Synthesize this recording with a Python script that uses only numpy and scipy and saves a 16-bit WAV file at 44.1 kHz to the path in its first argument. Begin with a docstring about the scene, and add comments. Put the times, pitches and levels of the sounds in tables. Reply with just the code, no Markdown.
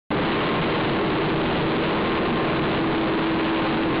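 """A harsh, crackling roar fills a steel mill's hall: the turbulent flame of a furnace.
Motors and blowers hum and whine through it, swelling and fading as the microphone moves slowly,
while two drives at nearly equal speed beat against each other. The din overloads a small recorder,
whose input flattens it almost to a square wave; that distortion makes the crackling top."""
import sys
import numpy as np
from scipy import signal
from scipy.fft import rfft, irfft
from scipy.io import wavfile

SR = 44100
rng = np.random.default_rng(int(sys.argv[2]) if len(sys.argv) > 2 else 0)


def store_wav(level_fs):
    """Save 16-bit WAV to argv[1]."""
    pcm = np.round(np.clip(np.atleast_2d(level_fs), -1, 1) * 32767)
    wavfile.write(sys.argv[1], SR, pcm.T.astype(np.int16))


N = 176400

ROAR_DB, RUMBLE_TOP_HZ = 0.5, 590
FLUTTER_DB, FLUTTER_PER_S = 1.0, 7.0
MOTOR_HZ, BLOWER_HZ, WHINE_HZ = 326.17, 473.2, 1062
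IN_PHASE_S = 0.38   # a maximum of the drives' beat
SPEED_WANDER, WANDER_PER_S = 0.000792, 2.054   # rms fraction of shaft speed; rate of its drift
FADING_DB, FADING_PER_S = 3.0, 1.2
START_S, COUPLING_HZ, CUTOFF_HZ = 0.1052, 3.0, 5450
DRIVE_DB, CEILING_DB, FAINT_NOISE_DB = 18, -21.5, -43.5


def from_db(db):
    """Amplitude ratio of a level: tenfold for every 20 dB."""
    return 10 ** (np.asarray(db) / 20)


def rms_one(x):
    """Normalisation to unit rms amplitude."""
    return x / np.sqrt(np.mean(x ** 2) + 1e-20)


def in_time(rows):
    """Linear interpolation of (time [s], value) rows at every sample."""
    return np.interp(np.arange(N) / SR, *np.transpose(rows))


def drift(rate):
    """Slow fluctuation of unit rms: noise through a two-pole low-pass with its poles at rate [Hz]."""
    hop, settling = 40, 2000   # samples per step; steps for the filter to settle
    pole = np.exp(-2 * np.pi * rate * hop / SR)
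    noise = rng.standard_normal(N // hop + settling + 2)
    slow = signal.lfilter([1], [1, -2 * pole, pole * pole], noise)[settling:]
    return np.interp(np.arange(N) / hop, np.arange(len(slow)), rms_one(slow))


def coloured(x, spectrum):
    """Zero-phase filtering by (frequency [Hz], gain [dB]) points joined on a log-frequency axis."""
    hz, db = np.transpose(spectrum)
    bin_hz = np.maximum(np.fft.rfftfreq(2 * N, 1 / SR), 1)
    gain = from_db(np.interp(np.log(bin_hz), np.log(hz), db))
    return irfft(rfft(x, 2 * N) * gain)[:N]


def shaft_time():
    """Running time [s] of a shaft: the integral of its slightly wandering relative speed."""
    return np.cumsum(1 + SPEED_WANDER * drift(WANDER_PER_S)) / SR


def tone(hz, db, shaft_s):
    """A sinusoid of rms level db, phase-locked to a shaft's rotation."""
    return np.sqrt(2) * from_db(db) * np.sin(2 * np.pi * hz * shaft_s)


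def furnace():
    """Turbulent combustion radiates broadband noise; its low rumble and upper rush flutter separately."""
    # spectrum of the roar in the hall: (frequency [Hz], relative spectral density [dB])
    roar_spectrum = [(30, -50), (50, -27), (85, -13.5), (124, -9.5), (141, -0.5), (150, -4), (161, 0.5),
                     (182, -6), (200, -2), (238, -1.5), (262, -8), (300, 1), (345, -3), (425, -5.5),
                     (450, -9.5), (495, -7.5), (600, -10), (720, -12.5), (890, -11), (1300, -16.5),
                     (1800, -23.5), (2600, -23), (3500, -23), (5000, -31.5), (7000, -43)]
    # slow swell of the rush: (time [s], level [dB])
    rush_levels = [(0.1, 0.5), (0.5, 2), (1.1, 0.5), (1.8, 0.5), (2.5, -1.4), (3.2, 0.5), (4.0, 0.0)]
    roar = rms_one(coloured(rng.standard_normal(N), roar_spectrum))
    rumble = signal.sosfiltfilt(signal.butter(2, RUMBLE_TOP_HZ, fs=SR, output="sos"), roar)
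    rush = (roar - rumble) * from_db(in_time(rush_levels))
    return sum(band * from_db(ROAR_DB + FLUTTER_DB * drift(FLUTTER_PER_S)) for band in (rumble, rush))


def near_machines():
    """Steady rotation radiates tones, whose levels vary with the position of the moving microphone."""
    # hum of the main motor: (time [s], level [dB])
    motor_levels = [(0.1, -9), (0.55, -14), (0.8, -6.5), (1.9, -7.5), (2.15, -9.5), (2.65, -3.5),
                    (3.6, -1.5), (4.0, -3)]
    # tone of the blower: (time [s], level [dB])
    blower_levels = [(0.1, -14.5), (0.6, -10.5), (1.3, -14.5), (1.9, -12), (2.7, -19.5), (3.5, -21),
                     (4.0, -18.5)]
    # whine of the gears: (time [s], level [dB])
    whine_levels = [(0.099, -19.5), (0.5, -10.5), (1.05, -18.5), (1.6, -22.5), (1.85, -14), (2.6, -12),
                    (2.899, -18.5), (3.3, -14.5), (4.0, -14)]
    motor = tone(MOTOR_HZ, in_time(motor_levels), shaft_time())
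    blower = tone(BLOWER_HZ, in_time(blower_levels), shaft_time())
    gears = tone(WHINE_HZ, in_time(whine_levels), shaft_time())
    return motor + blower + gears


def twin_drives():
    """Interference: the tones of two drives on one supply beat at their difference frequency."""
    # one tone per drive: (frequency [Hz], level [dB])
    drive_tones = [(420.8, -17.5), (422.3, -15.5)]
    shaft_s = shaft_time() - IN_PHASE_S
    return sum(tone(hz, db, shaft_s) for hz, db in drive_tones)


def far_machines():
    """Fading: faint tones cross the hall with slow, random amplitude modulation."""
    # one tone per distant machine: (frequency [Hz], mean level [dB])
    far_tones = [(373.0, -19.5), (397.0, -16.5), (600.0, -23), (793.0, -29), (1189.0, -27)]
    return sum(tone(hz, db + FADING_DB * drift(FADING_PER_S), shaft_time()) for hz, db in far_tones)


def scene():
    """Superposition: the pressures of furnace and machines add at one microphone."""
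    return (furnace() + near_machines() + twin_drives() + far_machines())[None, :]


def record(dry):
    """Saturation clips the input and filters limit the band. A faint noise also sounds, lying on the flattened
    peaks."""
    # treble response of the recorder: (frequency [Hz], gain [dB])
    treble_response = [(2000, 0), (3000, -0.5), (3500, -3), (4000, -5), (4400, -11.5), (4800, -19.5),
                       (5100, -29), (5400, -46.5)]
    clipped = from_db(CEILING_DB) * np.tanh(from_db(DRIVE_DB) * dry[0])
    faint_noise = from_db(FAINT_NOISE_DB) * rng.standard_normal(N)
    switched_on = np.arange(N) / SR >= START_S
    ac_coupling = signal.butter(1, COUPLING_HZ, "high", fs=SR, output="sos")
    coupled = signal.sosfilt(ac_coupling, (clipped + faint_noise) * switched_on)
    steep_lowpass = signal.firwin(601, CUTOFF_HZ, window=("kaiser", 9), fs=SR)
    return signal.fftconvolve(coloured(coupled, treble_response), steep_lowpass, "same")[None, :]


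dry = scene()
out = record(dry)
store_wav(out)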